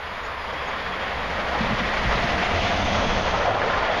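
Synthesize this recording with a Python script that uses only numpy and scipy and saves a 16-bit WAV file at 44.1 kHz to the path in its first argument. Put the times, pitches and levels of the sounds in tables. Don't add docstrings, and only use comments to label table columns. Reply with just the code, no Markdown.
import sys
import numpy as np
from scipy import signal
from scipy.fft import rfft, irfft
from scipy.io import wavfile
from scipy.ndimage import uniform_filter1d

SR = 44100
rng = np.random.default_rng(int(sys.argv[2]) if len(sys.argv) > 2 else 0)


def master_out(mix):
    frames = np.transpose(np.atleast_2d(mix))
    ceiling = np.clip(frames, -1, 1)
    pcm = np.round(ceiling * 32767).astype(np.int16)
    wavfile.write(sys.argv[1], SR, pcm)


N = 176400

# t/s, level/dB
RAIL_FADER = [(0, -34), (.55, -31), (1.2, -29), (1.65, -26), (2.2, -25), (2.65, -28), (3.0, -28.5),
              (3.45, -28), (3.53, -29.5), (3.72, -27), (4, -27)]
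WAGON_FADER = [(0, -44), (1.4, -33), (1.55, -28.5), (1.85, -36), (2.1, -31), (2.8, -29.5), (3.2, -27.5),
               (3.45, -24), (3.57, -25), (3.7, -26), (3.79, -27), (4, -24.5)]
HISS_FADER = [(0, -55), (.9, -49.5), (1.5, -43.5), (2.2, -35), (2.52, -36.5), (2.64, -33), (2.8, -33.5),
              (3.15, -34), (3.47, -37), (3.51, -46.5), (3.74, -38), (3.87, -42), (4, -35)]
GROUND_FADER = [(0, -44.5), (.3, -40.5), (.6, -43), (1.2, -41.5), (1.55, -36.5), (1.7, -31), (1.98, -33.5),
                (2.12, -34.5), (2.4, -32.5), (2.6, -33), (2.9, -30.5), (3.1, -30), (3.3, -29.5), (3.5, -36),
                (3.8, -36), (4, -38.5)]
BOGIE_FADER = [(0, -50), (.42, -49), (.55, -44.5), (1.55, -39), (1.7, -35), (1.95, -36.5), (2.4, -32.5),
               (2.65, -32.5), (3.08, -31), (3.3, -36.5), (3.6, -38), (4, -40.5)]
BACKGROUND_FADER = [(0, -65.5), (1.2, -65.5), (2.2, -63), (2.75, -64.5), (3.2, -67.5), (3.6, -70), (4, -70)]
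# f/Hz, relative level/dB
RAIL_EQ = [(200, -30), (350, -11.5), (480, -2), (600, -1), (800, -2), (1030, -1), (1500, -3), (1900, -1.5),
           (2300, -5), (2750, -9.5), (3400, -11), (4000, -17), (5000, -21), (6000, -31), (7000, -32),
           (8500, -56)]
WAGON_EQ = [(150, -13), (300, -15), (430, -6.5), (560, -2), (690, -1.5), (870, -4), (1100, -7),
            (1400, -8.5), (2000, -30), (3500, -24.5), (7000, -101)]
HISS_EQ = [(1000, -31), (1800, -1), (2500, 3.5), (3200, 3), (4000, -2.5), (5000, -5), (6200, -10),
           (6900, -17.5), (8000, -40)]
SIZZLE_EQ = [(4000, -8), (5500, 5), (6300, 12), (7000, -9), (9000, -33)]
GROUND_EQ = [(12, 6), (24, 2), (32, -3), (41, 7), (50, 2.5), (80, 2.5), (105, -10.5), (140, -8), (250, -42)]
BOGIE_EQ = [(60, -20), (100, -5.5), (120, -7), (152, -5.5), (185, 1.5), (245, -3), (295, -7), (400, -10.5),
            (800, -42)]
BACKGROUND_EARLY_EQ = [(6000, -6), (8000, -12), (10000, 7.5), (11500, 1.5), (13000, 2.5)]
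BACKGROUND_LATE_EQ = [(6000, -4.5), (8000, -3.5), (10000, 6), (11200, -4), (12500, -20)]
BALLAST_EQ = [(25, -7.5), (60, -7), (95, -10), (130, 3), (175, -15), (225, 1), (260, -22), (300, -15),
              (600, -35), (2000, -48)]
# t/s, level/dB, length/s
BIRD_CALLS = [(.04, -54, .085), (.37, -51, .11), (.575, -52.5, .075)]
# peak t/s, half length/s, f/Hz, width/Hz, drift/(Hz/s), level/dB
STEEL_RINGS = [(.2, 0.085, 3770, 80, -200, -57), (.25, 0.02, 6740, 94, -800, -57),
               (.5, 0.51, 1077, 490, -3, -36.5), (.685, 0.011, 6530, 400, -2000, -55),
               (1.2, 0.59, 67.4, 24, 0, -39.5), (1.63, 0.42, 1886, 118.8, -1.5, -39.5),
               (2.4, 0.5, 1971, 200, 0, -38), (1.555, 0.0073, 867, 356.4, -6, -21.5),
               (2.11, 0.055, 56.3, 8.1, 0, -28.5), (2.15, 0.14, 602, 160, -0.5, -40),
               (2.58, 0.057, 81.5, 19, -3.5, -28), (2.62, 0.35, 698.2, 63, 0, -30),
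               (2.63, 0.063, 2600, 2000, -1.5, -31), (2.44, 0.028, 2002, 2400, 0, -28),
               (2.87, 0.12, 80.8, 41, -4, -31.5), (2.9, 0.21, 196, 26, -1, -36),
               (3.05, .3, 3350, 416.7, -300, -39), (3.17, 0.018, 91.6, 32, -5.5, -29.5),
               (3.3, 0.54, 107.5, 22, -1.5, -38.5), (3.47, 0.04, 735, 150, -300, -23),
               (3.67, 0.058, 600, 150, -1, -33.5), (3.88, 0.047, 690, 130, -3.5, -28)]
# t/s, thud level/dB, clink level/dB
AXLE_HITS = [(1.603, -28.5, -37), (1.701, -30.5, -50), (1.8, -31.5, -58), (2.04, -32, -47),
             (2.15, -33, -38), (2.229, -32.5, -39)]
# f/Hz, t60/s, relative level/dB
THUD_MODES = [(62, 0.19, -3), (130, 0.24, -4), (177, 0.13, 5.5), (221, 0.22, 4.5), (245.5, 0.2, -2)]
# peak t/s, half length/s, f/Hz, glide/(Hz/s), level/dB
WHEEL_NOTES = [(3.34, .03, 640, 600, -31), (3.68, .028, 462, 1300, -29), (3.755, .032, 1040, 100, -28.5),
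               (3.86, .035, 850, -500, -30.5)]
# t/s, level/dB
GEAR_HITS = [(3.612, -23), (3.695, -28), (3.728, -28)]
# f/Hz, width/Hz, relative level/dB
GEAR_MODES = [(1135, 160, -4), (1390, 140, -2), (1680, 330, -3.5), (2900, 830, -13)]


def undb(db):
    return 10 ** (np.asarray(db) / 20)


def clock():
    return np.arange(N) / SR


def fader(rows):
    return undb(np.interp(clock(), *np.array(rows).T))


def swell(at, half_s):
    return np.exp(-.5 * ((clock() - at) / half_s) ** 2)


def wobble(rate_hz):
    hold = max(int(SR / rate_hz), 1)
    steps = rng.standard_normal(N)[np.arange(N) // hold]
    return 1.3 * uniform_filter1d(uniform_filter1d(steps, hold), hold)


def noise(eq):
    hz, db = np.array(eq).T
    f = np.maximum(np.fft.rfftfreq(N, 1 / SR), 1)
    gain = undb(np.interp(np.log(f), np.log(hz), db))
    rolloff = np.minimum(f / hz[0], 1) * np.minimum(hz[-1] / f, 1) ** 2
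    x = irfft(rfft(rng.standard_normal(N)) * gain * rolloff, N)
    return x / x.std()


def flicker(x, rate_hz, depth_db):
    f = np.maximum(np.fft.rfftfreq(N, 1 / SR), 1)
    half_octave = np.clip(2 * np.log2(f), 16, 26)
    spectrum = rfft(x)
    bands = (irfft(spectrum * np.maximum(1 - abs(half_octave - k), 0), N) for k in range(16, 27))
    return sum(band * undb(depth_db * wobble(rate_hz)) for band in bands)


def resonance(hz, width_hz):
    f = np.fft.fftfreq(N, 1 / SR)
    drive = rng.standard_normal(N) + 1j * rng.standard_normal(N)
    sway = np.fft.ifft(np.fft.fft(drive) / (1 + (2 * f / width_hz) ** 2))
    x = np.real(sway * np.exp(2j * np.pi * np.cumsum(hz + np.zeros(N)) / SR))
    return x / x.std()


def rolling():
    turn_hz = 14 * (1 + .062 * wobble(5.1))
    turns = np.cumsum(turn_hz) / SR
    wheel_beat = undb(-2.16 * np.sin(2 * np.pi * turns))
    rails = flicker(noise(RAIL_EQ), rate_hz=30, depth_db=.86) * fader(RAIL_FADER)
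    wagons = flicker(noise(WAGON_EQ), rate_hz=37, depth_db=1) * fader(WAGON_FADER) * wheel_beat
    hiss = flicker(noise(HISS_EQ), rate_hz=36, depth_db=.7) * fader(HISS_FADER)
    sizzle = noise(SIZZLE_EQ) * undb(-47) * swell(at=3.01, half_s=.34)
    judder = undb(.82 * wobble(70.15))
    return (rails + wagons + hiss + sizzle) * judder


def rumble():
    return noise(GROUND_EQ) * fader(GROUND_FADER) + noise(BOGIE_EQ) * fader(BOGIE_FADER)


def background_hiss():
    dull = np.interp(clock(), (.73, 3.1), (0, 1))
    blend = np.sqrt(1 - dull) * noise(BACKGROUND_EARLY_EQ) + np.sqrt(dull) * noise(BACKGROUND_LATE_EQ)
    return blend * fader(BACKGROUND_FADER)


def bird(start_hz=5330, end_hz=4700, fall_s=.041):
    out = 0
    for at, db, length in BIRD_CALLS:
        age = np.clip(clock() - at, 0, length)
        pitch = end_hz + (start_hz - end_hz) * np.exp(-age / fall_s)
        envelope = undb(db + 1.27 * wobble(61)) * np.sqrt(np.abs(np.sin(np.pi * age / length)))
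        out += envelope * np.sin(2 * np.pi * np.cumsum(pitch) / SR)
    return out


def steel_rings():
    out = 0
    for at, half_s, hz, width_hz, drift, db in STEEL_RINGS:
        centre = hz + drift * np.clip(clock() - at, -2 * half_s, 2 * half_s)
        out += resonance(centre, width_hz) * undb(db) * swell(at, half_s)
    return out


def rail_song(at=.94, hz=3340, sway_hz=45, throb_hz=11, throb_db=5.5):
    throb = np.cos(2 * np.pi * throb_hz * (clock() - at))
    envelope = undb(-48.5 + throb_db * throb) * swell(at, half_s=.33)
    return resonance(hz - sway_hz * throb, width_hz=70) * envelope


def axle_thuds(attack_s=.008, hold_s=.04, thud_decay_s=.02, clink_decay_s=.018, ring_db=1):
    ballast = noise(BALLAST_EQ)
    steel = resonance(3810, width_hz=1140)
    mode_phases = np.pi * rng.uniform(-1.16, 1, (len(AXLE_HITS), len(THUD_MODES)))
    out = 0
    for (at, thud_db, clink_db), phases in zip(AXLE_HITS, mode_phases):
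        age = np.maximum(clock() - at, 0)
        attack = np.minimum(age / attack_s, 1)
        ring = sum(undb(db - 60 * age / t60) * np.sin(2 * np.pi * hz * age + phase)
                   for (hz, t60, db), phase in zip(THUD_MODES, phases))
        thud = ballast * np.exp(-np.maximum(age - hold_s, 0) / thud_decay_s)
        clink = steel * np.exp(-np.maximum(age - attack_s, 0) / clink_decay_s)
        out += attack * (undb(thud_db) * (thud + undb(ring_db) * ring) + undb(clink_db) * clink)
    return out


def wheel_notes(pitch_waver=.0087, flutter_db=1.8):
    out = 0
    for at, half_s, hz, glide, db in WHEEL_NOTES:
        bend = glide * np.clip(clock() - at, -2 * half_s, 2 * half_s)
        pitch = (hz + bend) * (1 + pitch_waver * wobble(90))
        envelope = undb(db + flutter_db * wobble(80)) * swell(at, half_s)
        out += envelope * np.sqrt(2) * np.sin(2 * np.pi * np.cumsum(pitch) / SR)
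    return out


def gear_clanks(attack_s=.005, decay_s=.02):
    steel = sum(resonance(hz, width_hz) * undb(db) for hz, width_hz, db in GEAR_MODES)
    envelope = 0
    for at, db in GEAR_HITS:
        age = np.maximum(clock() - at, 0)
        attack = np.minimum(age / attack_s, 1)
        envelope += undb(db) * attack * np.exp(-np.maximum(age - attack_s, 0) / decay_s)
    return steel * envelope


def scene():
    train = rolling() + rumble() + rail_song() + steel_rings()
    train += wheel_notes() + axle_thuds() + gear_clanks()
    return (train + bird())[None]


def record(dry, mic_edge_hz=7220, top_hz=13500):
    mic_cut = signal.ellip(10, .2, 70, mic_edge_hz, fs=SR, output="sos")
    top_cut = signal.ellip(8, .2, 70, top_hz, fs=SR, output="sos")
    return signal.sosfilt(top_cut, signal.sosfilt(mic_cut, dry) + background_hiss())


dry = scene()
out = record(dry)
master_out(out)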